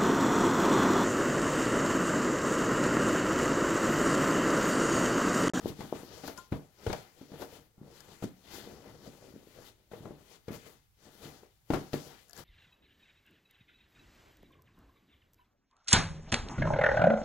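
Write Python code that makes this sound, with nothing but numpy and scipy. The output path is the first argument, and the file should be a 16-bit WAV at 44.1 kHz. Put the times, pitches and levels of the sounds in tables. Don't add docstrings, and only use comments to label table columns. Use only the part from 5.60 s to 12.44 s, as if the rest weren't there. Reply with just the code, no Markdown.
import sys
import numpy as np
from scipy import signal
from scipy.fft import rfft, irfft
from scipy.io import wavfile

SR = 44100
rng = np.random.default_rng(int(sys.argv[2]) if len(sys.argv) > 2 else 0)


def transcribe(signal):
    frames = np.atleast_2d(signal).T
    limited = np.clip(frames, -1, 1)
    pcm = np.round(limited * 32767).astype(np.int16)
    wavfile.write(sys.argv[1], SR, pcm)


N = 301644
TIME = np.arange(N) / SR
FREQS = np.maximum(np.fft.rfftfreq(N, 1 / SR), 1)

# hz [Hz], level_db [dB]
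ROOM_TONE_COLOUR = [(20, -7), (50, 5.5), (80, -2), (110, 4), (170, -8), (300, -22.5), (1000, -25),
                    (2500, -25.5), (5000, -25.5), (9000, -27), (12000, -24), (16000, -23.5)]
# hz [Hz], level_db [dB]
WALL_COLOUR = [(40, -9), (90, -4.5), (250, -1.5), (500, -6), (1100, -10.5), (2200, -10), (3500, -20.5),
               (8000, -34), (11000, -17), (16000, -20)]
# hz [Hz], t60_s [s]
WALL_T60 = [(100, 0.3), (400, 0.2), (1500, 0.41), (10000, 0.56)]
# hz [Hz], level_db [dB], t60_s [s]
STANDING_WAVE_MODES = [(113.4, -4.5, 0.27), (148.3, 0, 0.23), (184.2, -2.5, 0.35), (260.8, -9.5, 0.47),
                       (282.4, -5.5, 0.3), (330.6, -0.5, 0.15), (385.2, -1, 0.16), (461, -5, 0.091),
                       (623, -10, 0.065)]
# hz [Hz], left_minus_right_db [dB]
NEAR_BALANCE = [(60, -1), (150, 3), (380, 6.5), (800, 7), (1400, 8), (2400, 15), (4400, 20), (8000, 21),
                (11000, 15), (15000, 17)]
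# hz [Hz], likeness [-1 to 1]
DIFFUSE_LIKENESS = [(30, .4), (100, .7), (300, .55), (600, .2), (1200, -.1), (2500, 0), (16000, 0)]
# start_s [s], level_db [dB]
CLINK_TOUCHES = [(0.779, -49.5), (0.786, -46)]
# pitch_hz [Hz], level_db [dB], t60_s [s]
HARD_OBJECT_MODES = [(1044, -2, 0.28), (1056, 1, 0.059), (1394, 1, 0.11), (3100, -21, 0.19),
                     (4000, -17, .04), (5200, -12, 0.11), (6164, -6, 0.041), (7120, -7, 0.064),
                     (11300, -10.5, 0.07)]
# start_s [s], level_db [dB], pitch_hz [Hz]
NAIL_TICKS = [(0.6776, -45, 4230), (0.7764, -48.5, 5130), (2.4055, -51.5, 5100), (2.5875, -63, 4320),
              (6.683, -64, 10400), (6.696, -55.5, 6770), (6.709, -58, 5470), (6.732, -50.5, 4600),
              (6.766, -55, 6840), (6.777, -51.5, 7500)]
# hz [Hz], level_db [dB]
SCRATCH_COLOUR = [(800, -11), (1600, 10.5), (2500, -55), (4300, -2), (7000, 4), (9000, -7), (11500, 4),
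                  (16000, -17)]
# peak_s [s], swell_s [s], fade_s [s],
# hiss_db [dB] of the cloth, folds_db [dB] of buckling, rasp_db [dB] under the palm
HAND_STROKES = [(0.09, 0.16, 0.087, -50.5, -52.5, -48), (0.208, 0.073, 0.2, -51, -54.5, -48.5),
                (0.356, 0.13, 0.34, -52.5, -58, -51), (0.536, 0.13, .50, -54.5, -56.5, -63.5),
                (0.677, 0.084, 0.11, -48.5, -55, -52.5), (0.778, 0.026, 0.098, -53, -54.5, -68),
                (0.923, 0.016, 0.17, -55.5, -47, -51), (1.332, 0.18, 0.19, -48.5, -49, -59),
                (1.601, 0.12, 0.26, -60.5, -62.5, -71), (1.75, 0.08, 0.17, -58.5, -53.5, -56),
                (1.818, 0.055, .08, -49, -44, -58), (1.961, 0.41, .15, -57.5, -57, -59),
                (2.23, 0.1, 0.58, -86, -60, -64), (2.36, 0.17, 0.62, -58, -69, -69),
                (2.537, 0.2, 0.11, -58, -68, -59.5), (2.638, .04, 0.077, -50, -48, -54),
                (2.947, 0.14, 0.26, -47.5, -60, -56.5), (3.1, 0.42, 0.47, -68, -56, -55.5),
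                (3.294, .22, 0.17, -60, -58, -56.5), (3.473, 0.21, 0.24, -58.5, -56, -59),
                (3.64, 0.47, 0.82, -63.5, -60.5, -65), (3.99, 0.11, .20, -75, -59.5, -60),
                (4.081, 0.37, .06, -56, -74, -76), (4.321, 0.018, 0.49, -61, -58.5, -61),
                (4.459, 0.077, .22, -67.5, -50.5, -54.5), (4.74, 0.27, 0.1, -58.5, -66, -73),
                (4.944, 0.073, 0.074, -47.5, -48.5, -51), (5.074, 0.17, 0.16, -56, -61.5, -65),
                (5.451, 0.1, 0.41, -60.5, -65, -63.5), (5.645, 0.084, 0.24, -52, -52, -55),
                (6.14, 0.045, 0.15, -46.5, -41, -41.5), (6.337, 0.019, .14, -45.5, -48, -51),
                (6.505, 0.36, 0.21, -53.5, -60.5, -72), (6.793, 0.069, 0.09, -50, -57, -54)]
# hz [Hz], level_db [dB]
SLIDE_COLOUR = [(400, -3), (850, -0.5), (1500, -1.5), (2200, -4.5), (3100, -3.5), (4000, -3.5),
                (7000, -7.5), (8700, -14), (11200, -10), (16000, -13.5)]
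# hz [Hz], level_db [dB]
RASP_COLOUR = [(300, 17), (550, 7), (1000, 8.5), (1800, 0), (3000, -38), (6000, -66)]
# hz [Hz], level_db [dB]
FOLD_COLOUR = [(25, -18), (60, 0), (130, 2), (300, -1), (500, 6), (800, -7), (1500, -27.5), (4000, -51)]
# peak_s [s], level_db [dB], puff_hz [Hz]
AIR_PUFFS = [(0.048, -31, 141), (0.058, -18.5, 330), (0.103, -33, 136), (0.192, -32.5, 190),
             (0.206, -34, 214), (0.242, -34.5, 149), (0.326, -18, 410), (0.334, -31, 493),
             (0.433, -35.5, 258), (0.639, -33, 447), (0.923, -23, 114), (0.948, -31.5, 133),
             (1.276, -24.5, 77.6), (1.299, -30, 460), (1.614, -38.5, 307), (1.739, -37.5, 400),
             (2.215, -37, 168), (2.641, -23, 202), (3.074, -36.5, 270), (3.477, -35.5, 206),
             (3.74, -41, 194), (3.762, -37.5, 249), (4.407, -42, 120), (4.456, -30.5, 438),
             (4.508, -38.5, 420), (4.882, -32, 420), (4.907, -29, 200), (5.657, -37.5, 167),
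             (6.105, -20, 260), (6.137, -24.5, 526), (6.341, -17, 293)]
# start_s [s], thud_db [dB], thud_hz [Hz],
# slap_db [dB] on the cover, crush_db [dB] of the weave, boom_db [dB] of the table
BLOWS = [(0.206, -40, 217, -39, -41, -45), (0.636, -34, 272, -42, -49, -61),
         (0.679, -33.5, 274, -38.5, -55, -77), (0.922, -25.5, 298, -36, -48, -49),
         (1.265, -18.5, 447, -35.5, -36, -38), (1.298, -25, 367, -35.5, -48, -33),
         (1.328, -35, 745, -35, -27.5, -36.5), (1.611, -36.5, 260, -58, -57, -54),
         (1.717, -41.5, 278, -54.5, -55, -46.5), (1.819, -30.5, 360, -39.5, -45, -58),
         (2.179, -58, 283, -72, -82, -51), (2.624, -40, 282, -44, -65, -38),
         (4.314, -45, 240, -48, -65, -52), (4.334, -29, 475, -51.5, -63, -51),
         (4.454, -29.5, 370, -49, -72, -48), (4.507, -36.5, 363, -60, -70, -49),
         (4.881, -35, 430, -41, -43, -39.5), (5.831, -43, 410, -60, -61, -75),
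         (6.102, -13.5, 295, -33, -35.5, -30), (6.135, -39, 505, -29, -35, -29.5),
         (6.144, -20.5, 350, -49, -42, -37), (6.332, -32.5, 308, -38, -31, -33.5)]
# hz [Hz], level_db [dB], t60_s [s]
TABLE_TOP_MODES = [(53, -5, 0.11), (81, -6.5, 0.117), (111, -1, 0.095), (148.3, -1, 0.11),
                   (183.3, -7.5, 0.16), (385.3, -9, 0.15), (755, -14, 0.14), (830, -16, 0.14),
                   (1028, -21.5, .17), (1385, -24.5, 0.14), (2144, -25.5, 0.36)]
# hz [Hz], level_db [dB]
SLAP_COLOUR = [(250, -3), (550, 13), (900, 5), (1400, 0.5), (2300, -7.5), (4000, -16.5), (9000, -65)]
# hz [Hz], level_db [dB]
CRUSH_COLOUR = [(800, -10), (2000, 6), (4200, 5.5), (7000, -2.5), (8800, -9), (12000, -14), (16000, -4)]

ROOM_TONE_DB = -70
CUTOFF_HZ = 15900
CONTACT_S = 0.0016
SLAP_CRACK, CRACK_T60_S = 0.65, 0.018
STROKE_SWING_DB = 20
LIFT_OFF_DB = 7.5


def from_db(db):
    return 10 ** (np.asarray(db) / 20)


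def rms_one(x):
    return x / np.sqrt(np.mean(x ** 2) + 1e-20)


def at_hz(points, hz):
    table = np.array(points)
    return np.interp(np.log(hz), np.log(table[:, 0]), table[:, 1])


def coloured(x, spectrum):
    return irfft(rfft(x) * from_db(at_hz(spectrum, FREQS)), N)


def drift(rate):
    spectrum = rfft(rng.standard_normal(N)) / (1 + (2 * FREQS / rate) ** 4)
    return rms_one(irfft(spectrum, N))


def grains(per_s, spread_db, alike):
    sizes_db = spread_db * np.minimum(rng.exponential(1, (3, N)), 4)
    sizes = from_db(sizes_db) * rng.choice([-1, 1], (3, N))
    clicks = sizes * (rng.random((3, N)) < per_s / SR)
    share = np.clip(alike, 0, 1)
    return np.sqrt(share) * clicks[0] + np.sqrt(1 - share) * clicks[1:]


def add(track, s, sound):
    start = max(round(s * SR), 0)
    track[start:start + len(sound)] += sound[:max(N - start, 0)]


def dying(t, t60):
    return np.exp(-np.log(1000) * t / t60)


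def ring(modes, t):
    out = 0
    for hz, db, t60 in modes:
        gain = from_db(db + rng.normal(0, 2.7))
        out = out + gain * np.sin(2 * np.pi * hz * t) * dying(t, t60)
    return out


def diffuse_noise():
    mid, side = rfft(rng.standard_normal((2, N)))
    alike = np.clip(at_hz(DIFFUSE_LIKENESS, FREQS), -1, 1)
    return irfft(np.sqrt(1 + alike) * mid + np.sqrt(1 - alike) * side * [[1], [-1]], N)


def room_tone():
    return from_db(ROOM_TONE_DB) * rms_one(coloured(diffuse_noise(), ROOM_TONE_COLOUR))


def room(x, wet_db, first_echo_s):
    t = TIME[:SR // 2]
    noise = rfft(diffuse_noise())
    onset = np.clip(t / first_echo_s - 1, 0, 1)
    response = 0
    edges_hz = [0, 200, 700, 2500, 7000, SR / 2]
    for low, high in zip(edges_hz, edges_hz[1:]):
        band = irfft(noise * ((FREQS > low) & (FREQS <= high)), N)[:, :len(t)]
        decay = dying(t, at_hz(WALL_T60, (low + high) / 2)) * onset
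        response = response + band * decay / np.sqrt(np.sum(decay ** 2))
    source = coloured(x, WALL_COLOUR)[None]
    return from_db(wet_db) * signal.fftconvolve(source, response, axes=1)[:, :N]


def standing_waves(x, level_db, build_s, phase_apart):
    t, response = TIME[:SR // 2], 0
    for k, (hz, db, t60) in enumerate(STANDING_WAVE_MODES):
        swell = dying(t, t60) * (1 - np.exp(-t / build_s))
        phase = phase_apart * (-1) ** k * np.array([[1], [-1]])
        wave = np.cos(2 * np.pi * hz * t + phase)
        response = response + from_db(db + level_db) * 2 * swell / swell.sum() * wave
    return signal.fftconvolve(x[None], response, axes=1)[:, :N]


def microphones(x):
    ratio = from_db(at_hz(NEAR_BALANCE, FREQS))
    gains = 2 * np.array([ratio, np.ones_like(ratio)]) / (1 + ratio)
    return irfft(rfft(x) * gains, N)


def clinks():
    out = np.zeros(N)
    for s, db in CLINK_TOUCHES:
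        add(out, s, from_db(db) * ring(HARD_OBJECT_MODES, TIME[:SR // 2]))
    return out


def ticks(t60, scratch_db, ping_db):
    envelope, pings, t = np.zeros(N), np.zeros(N), TIME[:SR // 10]
    for s, db, hz in NAIL_TICKS:
        add(envelope, s, from_db(db + scratch_db) * dying(t, t60))
        level = db + ping_db
        add(pings, s, ring([(hz, level, .008), (1700, level - 15, .06), (700, level - 17.5, .08)], t))
    return pings + envelope * rms_one(coloured(rng.standard_normal(N), SCRATCH_COLOUR))


def stroke_levels():
    hiss, folds, rasp = np.zeros((3, N))
    for s, swell_s, fade_s, hiss_db, folds_db, rasp_db in HAND_STROKES:
        away = np.maximum((s - TIME) / swell_s, (TIME - s) / fade_s)
        active = away < 3
        sliding_db = -STROKE_SWING_DB * away[active]
        pressing_db = sliding_db - LIFT_OFF_DB * away[active] ** 2
        hiss[active] += from_db(hiss_db + sliding_db) ** 2
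        folds[active] += from_db(folds_db + pressing_db) ** 2
        rasp[active] += from_db(rasp_db + pressing_db) ** 2
    return np.sqrt([hiss, folds, rasp])


def shifting(x, depth_db, rate, count):
    spectrum, out = rfft(x), 0
    place = np.interp(np.log(FREQS), np.log([700, 12000]), [0, count - 1])
    for k in range(count):
        band = irfft(spectrum * np.maximum(1 - abs(place - k), 0), N)
        out = out + band * from_db(depth_db * drift(rate))
    return out


def scattered(x, nearest_s, farthest_s, strength, count):
    out = x.copy()
    for delay in rng.uniform(nearest_s, farthest_s, count):
        copy = np.array([np.interp(TIME - delay, TIME, channel) for channel in x])
        out += strength * rng.choice([-1, 1]) * copy
    return out / np.sqrt(1 + count * strength ** 2)


def rubbing():
    slide_gain, folds_gain, rasp_gain = stroke_levels()
    grip = drift(rate=56)

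    threads = coloured(grains(per_s=9000, spread_db=2.0, alike=0.2), SLIDE_COLOUR)
    threads = rms_one(shifting(threads, depth_db=1.84, rate=16.3, count=8))
    slide = threads * slide_gain * from_db(0.67 * grip)

    palm = rms_one(coloured(grains(per_s=1300, spread_db=0.0, alike=1.0), RASP_COLOUR))
    rasp = palm * rasp_gain * from_db(2.6 * drift(rate=124))

    pops = rms_one(coloured(grains(per_s=450, spread_db=1.5, alike=0.81), FOLD_COLOUR))
    folds = pops * folds_gain * from_db(3.15 * grip)
    return scattered(slide + rasp, nearest_s=0.000536, farthest_s=.004, strength=0.074, count=8) + folds


def puffs(lag_s, level_db, roundness):
    out, t = np.zeros(N), TIME[:SR // 20] - 1 / 40
    for s, db, hz in AIR_PUFFS:
        puff = np.real((1 - 2j * np.pi * hz * (t - lag_s) / roundness) ** -(roundness + 1))
        add(out, s + t[0], from_db(db + level_db) * puff)
    return out


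def pats(thud_cycles, slap_t60, crush_t60, thud_db, boom_db, slap_db, crush_db, knock_db):
    (body, slap_envelope, crush_envelope), t = np.zeros((3, N)), TIME[:SR // 2]
    knock = ring([(834, -0.03, 0.014), (1370, -1.9, 0.011)], t)
    soft = 1 - np.exp(-t / CONTACT_S)
    slap_decay = dying(t, slap_t60) + SLAP_CRACK * dying(t, CRACK_T60_S)
    for s, db, hz, cover_db, weave_db, table_db in BLOWS:
        thud = from_db(db + thud_db) * np.sin(2 * np.pi * hz * t) * dying(t, thud_cycles / hz)
        boom = from_db(table_db + boom_db) * ring(TABLE_TOP_MODES, t)
        add(body, s, soft * (boom - thud + from_db(cover_db + knock_db) * knock))
        add(slap_envelope, s, from_db(cover_db + slap_db) * soft * slap_decay)
        add(crush_envelope, s, from_db(weave_db + crush_db) * soft * dying(t, crush_t60))
    slap = slap_envelope * rms_one(coloured(grains(per_s=4000, spread_db=4.0, alike=0.54), SLAP_COLOUR))
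    crush = crush_envelope * rms_one(coloured(grains(per_s=6500, spread_db=2.5, alike=0.42), CRUSH_COLOUR))
    return body + slap + crush


def scene():
    near = clinks() + ticks(t60=0.021, scratch_db=1.5, ping_db=7.0) + rubbing()
    near = near + puffs(lag_s=0.0011, level_db=0.0, roundness=2.93)
    near = near + pats(thud_cycles=11.3, slap_t60=0.15, crush_t60=0.033, thud_db=1.5, boom_db=-3.0,
                       slap_db=-1.0, crush_db=-3.5, knock_db=6.0)
    walls = room(near[0], wet_db=-4.5, first_echo_s=0.0038)
    waves = standing_waves(near[0], level_db=0.2, build_s=0.0016, phase_apart=0.13)
    return microphones(near) + walls + waves + room_tone()


def record(dry):
    return irfft(rfft(dry) / np.sqrt(1 + (FREQS / CUTOFF_HZ) ** 240), N)


dry = scene()
out = record(dry)
transcribe(out)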